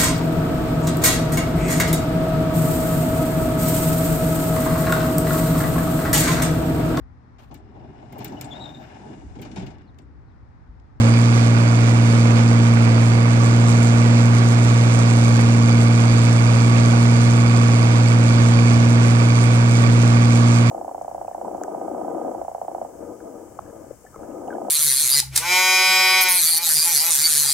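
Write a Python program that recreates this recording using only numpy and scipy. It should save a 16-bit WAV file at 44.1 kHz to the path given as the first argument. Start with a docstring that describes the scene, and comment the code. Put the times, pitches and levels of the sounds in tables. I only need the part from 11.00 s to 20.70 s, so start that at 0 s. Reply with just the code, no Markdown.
"""A deep, steady exhaust drone: a six-cylinder diesel tractor, heard from the cab's rear, harrowing dry ground.
Periodic pressure pulses set its pitch at the firing rate, and their octave beats slowly against the fan.
The block clatters, a gear whines, and each firing modulates a puff of roar, hiss and duct resonance.
Beneath lie the friction noise of discs in soil, ticking grit, one scrape, wind and dull chassis jolts."""
import sys
import numpy as np
from scipy import signal
from scipy.fft import rfft, irfft
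from scipy.io import wavfile
from scipy.ndimage import uniform_filter1d

SR = 44100
rng = np.random.default_rng(int(sys.argv[2]) if len(sys.argv) > 2 else 0)


def unload_wav(signal):
    """Save mono or channel-first audio to the path in sys.argv[1] as 16-bit WAV at rate SR, clipped to [-1, 1]."""
    wavfile.write(
        sys.argv[1],
        SR,
        np.round(np.clip(np.atleast_2d(signal).T, -1, 1) * 32767).astype(np.int16),
    )


N = 427769
T, HZ = np.arange(N) / SR, np.fft.rfftfreq(N, 1 / SR)
CYLINDERS = 6


# Firing rate, held by the governor against the drag of the discs: t/s, f/Hz
FIRING_RATE = [(0.0, 114.31), (0.24, 117.31), (0.47, 116.19), (1.7, 116.18), (1.9, 115.14), (2.25, 116.7),
               (2.7, 116.8), (3.66, 117.29), (4.4, 116.46), (5.44, 116.58), (5.61, 117.1), (6.29, 117.96),
               (6.45, 117.52), (7.11, 116.93), (7.5, 117.17), (8.62, 117.94), (8.82, 117.48), (9.7, 118.02)]
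def crankshaft():
    """Phase is the integral of frequency: returns firings elapsed and load (the sag in speed, rms 1)."""
    rate, = follow(FIRING_RATE)
    return np.cumsum(rate) / SR, unit_rms(rate.mean() - rate)


def exhaust_drone(firings, load, fundamental_db=-12.5, octave_db=-20.5, banks_db=-29.0):
    """Harmonics of a sawtooth: pressure rises slowly and drops fast each firing, sharper under load."""
    phase = 2 * np.pi * firings
    wave = amp(fundamental_db + 0.21 * drift(3)) * np.sin(phase)
    wave += amp(octave_db + 0.33 * load) * np.sin(2 * phase + np.pi / 8 + 0.047 * drift(12))
    # front and rear cylinder triples fire in turn, so every other trough is deeper
    wave += amp(banks_db) * np.sin(1.5 * (phase + np.pi / 2))
    return -np.sqrt(2) * wave


def fan(firings, level_db=-33, beat_hz=0.6425, first_swell_s=1.494):
    """Beats: the belt-driven blades pass just above the exhaust's octave, slipping in and out of phase."""
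    blade_passes = 2 * firings + beat_hz * (T - first_swell_s)
    amplitude = np.sqrt(2) * amp(level_db) * (1 + 0.22 * drift(2.4))
    return -amplitude * np.sin(2 * np.pi * blade_passes + np.pi / 8)


# Tones of the unequal cylinders: order (multiple of the four-stroke cycle rate), level/dB
CYLINDER_ORDERS = [(10, -38), (13, -36.5), (14, -46), (15, -32.5), (16, -36), (18, -40), (19, -40),
                   (20, -45), (24, -37), (26, -37.5), (28, -45.5), (29, -39.5), (32, -38.5), (34, -40.5),
                   (36, -42.5), (37, -43.5), (38, -38.5), (41, -46.5), (45, -44.5), (46, -40.5), (48, -40),
                   (49, -44.5), (50, -41), (66, -48), (76, -40.5)]
# Spectral envelope of the block's faint orders: f/Hz, level/dB per order
KNOCK_SPECTRUM = [(50, -47), (150, -51.5), (400, -49), (1100, -45.5), (1500, -48), (1800, -55), (2300, -49),
                  (3000, -63.5)]
def block_clatter(cycles, load, waver=0.14, waver_hz=5, pivot_hz=760, count=150, size=8192):
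    """Fourier series: tones and knocks recur every four-stroke cycle; load darkens the tones."""
    tones, cycle_hz = np.zeros(N), cycles[-1] / T[-1]
    for order, db in CYLINDER_ORDERS:
        tilt = np.clip(2 * np.log2(pivot_hz / (order * cycle_hz)), -1, .5)
        phase = 2 * np.pi * (order * cycles + rng.random()) + waver * drift(waver_hz)
        tones += amp(db + 0.7 * tilt * load) * (1 + waver * drift(waver_hz)) * np.cos(phase)
    lines = amp(spectrum(KNOCK_SPECTRUM, np.arange(count) * cycle_hz) + 3.95 * rng.standard_normal(count))
    voiced = [order for order, _ in CYLINDER_ORDERS + GEAR_ORDERS]
    lines[[0, 1, 2, CYLINDERS, 2 * CYLINDERS] + voiced] = 0  # omit the lowest orders and the main tones
    pattern = irfft(lines * np.exp(2j * np.pi * rng.random(count)), size) * size / 2
    knocks = np.interp(cycles % 1, np.arange(size) / size, pattern)
    return np.sqrt(2) * (tones + knocks)


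# Spectrum of combustion noise: f/Hz, level/dB per Hz
ROAR_SPECTRUM = [(100, -82), (400, -62.5), (700, -59.5), (820, -60.5), (1000, -59.5), (1500, -60.5),
                 (1750, -69), (2000, -64.5), (2600, -65), (3100, -77.5), (4000, -84), (15000, -125)]
def combustion_roar(firings, load, load_db=0.6, flutter_db=1.33):
    """Amplitude modulation: dark noise swells at each combustion, more loudly when the engine labours."""
    pulses = puffs(firings, sharpness=0.16, lead=-0.018,
                   cylinder_db=[-0.98, 0.43, -0.42, 1.2, -0.67, 1], scatter_db=2.0)
    gain = amp(load_db * load + flutter_db * drift(14))
    return colour(white() * pulses * gain, amp(spectrum(ROAR_SPECTRUM)))


# Spectrum of the gas jet: f/Hz, relative level/dB
JET_SPECTRUM = [(1000, -29.5), (2500, -14), (3400, -5), (4150, -4), (5350, -5), (5900, -1), (7500, -0.5),
                (8700, -7), (10000, -15.5), (11200, -22.5), (15000, -33)]
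# Strength of the jet: t/s, relative level/dB, depth of treble surges/dB
JET_STRENGTH = [(0, -36.5, 1.0), (2.2, -39, 1.5), (2.7, -34.5, 1.8), (3.3, -37.5, 2.3), (3.95, -33.5, -0.7),
                (4.6, -35.5, 0.4), (6.7, -35, 0), (7.2, -36, 1), (9.7, -35.5, 2)]
def jet_hiss(firings, gain_db=3.0, crackle_db=1.9, surge_hz=5.2):
    """Turbulent jet noise: gas leaves in crackling spurts; moving air makes the treble surge and flutter."""
    pulses = puffs(firings, sharpness=0.62, lead=0.031,
                   cylinder_db=[1.2, -0.68, 0.073, .2, -0.3, 0.49], scatter_db=1.3)
    crackle = amp(crackle_db * np.minimum(rng.exponential(1, N), 5))
    jet = unit_rms(colour(white() * pulses * crackle, amp(spectrum(JET_SPECTRUM))))
    jet_db, surge_db = follow(JET_STRENGTH)
    for edge_hz, sway_db in (4700, surge_db * surges(surge_hz)), (8200, 1.8 * drift(10.4)):
        treble = colour(jet, 1 / (1 + (edge_hz / (HZ + 1)) ** 8))
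        jet += treble * (amp(sway_db) - 1)
    return jet * amp(jet_db + gain_db + 0.76 * drift(14))


# Near-harmonic modes of a short duct: f/Hz, bandwidth/Hz, relative level/dB
DUCT_MODES = [(1140, 73, 5), (2296, 250, 1), (3430, 230, -9), (4564, 180, -4), (4815, 240, -5.5),
              (5900, 330, -16)]
# Strength of the ringing: t/s, relative level/dB
DUCT_STRENGTH = [(0, -35.5), (1.5, -39.5), (2.5, -38), (3.3, -40), (4.5, -35.5), (6, -36), (7.5, -36.5),
                 (8.5, -37.5), (9.7, -36)]
def duct_ring(firings, gain_db=5, flutter_db=1.9):
    """Resonance: gas pulses excite the duct's narrow modes, whose ringing blurs the single firings."""
    pulses = puffs(firings, sharpness=0.66, lead=-0.03,
                   cylinder_db=[.3, 0, -.3, .5, -.5, 1], scatter_db=1.3)
    power = sum((amp(db) * resonance(hz, width)) ** 2 for hz, width, db in DUCT_MODES)
    ringing = unit_rms(colour(white() * pulses, np.sqrt(power)))
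    ring_db, = follow(DUCT_STRENGTH)
    return ringing * amp(ring_db + gain_db + flutter_db * drift(12))


# Gear tones: order (multiple of the four-stroke cycle rate), level/dB
GEAR_ORDERS = [(57, -40), (59, -38.5)]
def gear_whine(cycles, load, load_db=-2.2, waver=.3, waver_hz=7):
    """Gear meshing: two close tones follow the crankshaft and grow louder as it runs faster."""
    tones = np.zeros(N)
    for order, db in GEAR_ORDERS:
        tones += amp(db) * np.cos(2 * np.pi * (order * cycles + rng.random()) + waver * drift(waver_hz))
    return np.sqrt(2) * tones * amp(load_db * load) * (1 + waver * drift(waver_hz))


# Wash of discs in soil, with tyres and fan: f/Hz, level/dB per Hz
SOIL_SPECTRUM = [(20, -81.5), (120, -64), (240, -55), (350, -61), (550, -60), (850, -65), (1500, -64),
                 (3000, -68.5), (7000, -73), (10000, -86), (15000, -118)]
def soil_wash(swell_db=1.04):
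    """Sliding friction: discs and tyres in dry earth give a steady broadband noise."""
    return colour(white(), amp(spectrum(SOIL_SPECTRUM))) * amp(swell_db * drift(5.5))


# Spectrum of the ticks: f/Hz, relative level/dB
GRIT_SPECTRUM = [(2000, -33), (5000, -4), (8000, 0), (11000, -11), (15000, -21)]
def grit(hits_per_s=120, gain_db=-41, spread_db=4.0, t60_s=.005):
    """Poisson impacts: stones and crumbs strike the steel at random, each a faint, decaying tick."""
    hits = rng.random(N) < hits_per_s / SR
    strength = amp(gain_db + spread_db * np.minimum(rng.exponential(1, N), 2))
    decay = amp(-60 * np.arange(400) / SR / t60_s)
    ticks = signal.oaconvolve(hits * strength, decay)[:N] * rng.standard_normal((2, N))
    return colour(ticks, amp(spectrum(GRIT_SPECTRUM)))


def disc_scrape(peak_s=2.9, length_s=1.2, peak_db=-42, centre_hz=7450, width_hz=700):
    """Friction-driven resonance: steel rubs hard crust and sings in a narrow band that swells and fades."""
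    band = unit_rms(colour(white(), resonance(centre_hz, width_hz)))
    fade_db = -16 * (2 * (T - peak_s) / length_s) ** 2
    return band * amp(peak_db + fade_db - drift(25))


# Wind buffeting the listening ports: f/Hz, level/dB per Hz
WIND_SPECTRUM = [(10, -66), (25, -60.5), (45, -64.5), (100, -55.5), (200, -65), (500, -65.5), (2000, -110)]
def wind(gust_db=3.0, rise_db_per_s=.3):
    """Turbulent pressure: a gusty rumble, incoherent between the two ports, slowly freshens."""
    rumble = colour(white(), amp(spectrum(WIND_SPECTRUM)))
    return rumble * amp(gust_db * drift(5.6) + rise_db_per_s * (T - T.mean()))


# Clods under the chassis: t/s, relative peak level/dB
CLODS = [(5.096, -27), (5.42, -28), (5.519, -28), (6.432, -31), (6.924, -32), (8.336, -36), (8.628, -27)]
def chassis_jolts(ring_hz=58, rise_s=.018, gain_db=-4):
    """Damped oscillation: each clod gives the chassis a short, dull push."""
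    out = np.zeros(N)
    for (onset, db), detune in zip(CLODS, rng.uniform(.85, 1.15, len(CLODS))):
        age = np.maximum(T - onset, 0)
        envelope = age / rise_s * np.exp(1 - age / rise_s)
        out += amp(db + gain_db) * envelope * np.sin(2 * np.pi * ring_hz * detune * age)
    return out


# Shadow at the left port, which faces away from the engine: f/Hz, level re right/dB
LEFT_SHADOW = [(110, -0.7), (300, -2.1), (470, -3.5), (620, -6.5), (850, -14), (1150, -14), (2300, -12),
               (3500, -3.5), (4600, -12.5), (5500, -10), (9500, -8.5), (12000, -14.5)]
# Longer path round to the left port: f/Hz, phase re right/rad
LEFT_PHASE = [(50, 0.15), (300, 0.32), (520, -0.8), (750, -1.82), (1000, -3), (2700, -3), (4200, -3.5),
              (5000, -4), (7000, -3.5), (10000, -5.5)]
# Likeness of the noise at the two ports: f/Hz, coherence (0-1)
COHERENCE = [(100, 0.66), (500, 0.8), (1500, 0.67), (4000, 0.61), (7000, 0.73), (12000, .65)]
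def ports(direct, reflections=None):
    """Acoustic shadow: the right port hears direct sound, the left a later, shaded mix with reflections."""
    left = direct
    if reflections is not None:
        coherence = spectrum(COHERENCE)
        left = colour(direct, coherence) + colour(reflections, np.sqrt(1 - coherence ** 2))
    transfer = amp(spectrum(LEFT_SHADOW)) * np.exp(1j * spectrum(LEFT_PHASE))
    return np.array([colour(left, transfer), direct])


def puffs(firings, sharpness, lead, cylinder_db, scatter_db):
    """Pulse train of rms 1, a swell a firing; cylinders differ, and no two firings are alike."""
    turn = firings + lead
    index = np.floor(turn + .5).astype(int) + 1
    strength_db = np.take(cylinder_db, index % CYLINDERS) + scatter_db * rng.standard_normal(N // 100)[index]
    swells = np.exp(sharpness * np.cos(2 * np.pi * turn))
    return unit_rms(amp(uniform_filter1d(strength_db, 60)) * swells)


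def surges(hz, unevenness=0.43):
    """Frequency modulation: equal swells of rms 1, unevenly spaced, about hz a second."""
    turns = np.cumsum(hz * (1 + unevenness * drift(hz))) / SR
    return np.sqrt(2) * np.sin(2 * np.pi * (turns + rng.random()))


def drift(hz, size=4096):
    """Random fluctuation of rms 1, low-passed at hz."""
    f = np.fft.rfftfreq(size, T[-1] / size)
    slow = irfft(rfft(rng.standard_normal(size)) * (f > 0) / np.sqrt(1 + (f / hz) ** 4))
    return np.interp(T, np.linspace(0, T[-1], size), unit_rms(slow))


def white():
    """Two independent white noises of 0 dB per Hz."""
    return rng.standard_normal((2, N)) * np.sqrt(SR / 2)


def resonance(hz, width_hz):
    """Lorentzian peak, width_hz wide at half height."""
    return 1 / (1 + (2 * (HZ - hz) / width_hz) ** 2)


def colour(x, gain):
    """Filtering as multiplication of the spectrum."""
    return irfft(rfft(x) * gain, N)


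def spectrum(points, hz=HZ):
    """Interpolation of a table on a log-frequency axis."""
    f, value = np.transpose(points)
    return np.interp(np.log(hz + 1), np.log(f + 1), value)


def follow(rows):
    """Linear interpolation of a table's columns in time."""
    times, *columns = np.transpose(rows)
    return [np.interp(T, times, column) for column in columns]


def amp(db):
    """Decibels to amplitude ratio."""
    return 10 ** (np.asarray(db) / 20)


def unit_rms(x):
    """Normalisation to rms 1."""
    return x / np.sqrt(np.mean(x ** 2) + 1e-20)


def scene():
    """Superposition: engine sounds, all timed by one crankshaft, add to those of ground and wind."""
    firings, load = crankshaft()
    cycles = firings / CYLINDERS
    tones = exhaust_drone(firings, load) + fan(firings)
    tones += block_clatter(cycles, load) + gear_whine(cycles, load)
    gas = combustion_roar(firings, load) + duct_ring(firings) + jet_hiss(firings)
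    ground = soil_wash() + grit() + disc_scrape()
    direct, reflections = gas + ground
    return ports(tones) + ports(direct, reflections) + wind() + chassis_jolts()


def record(dry, cutoff_hz=15750):
    """Band limiting by a linear-phase low-pass filter."""
    lowpass = signal.firwin(511, cutoff_hz, window=("kaiser", 9), fs=SR)
    return signal.oaconvolve(dry, lowpass[None], "same")


dry = scene()
out = record(dry)
unload_wav(out)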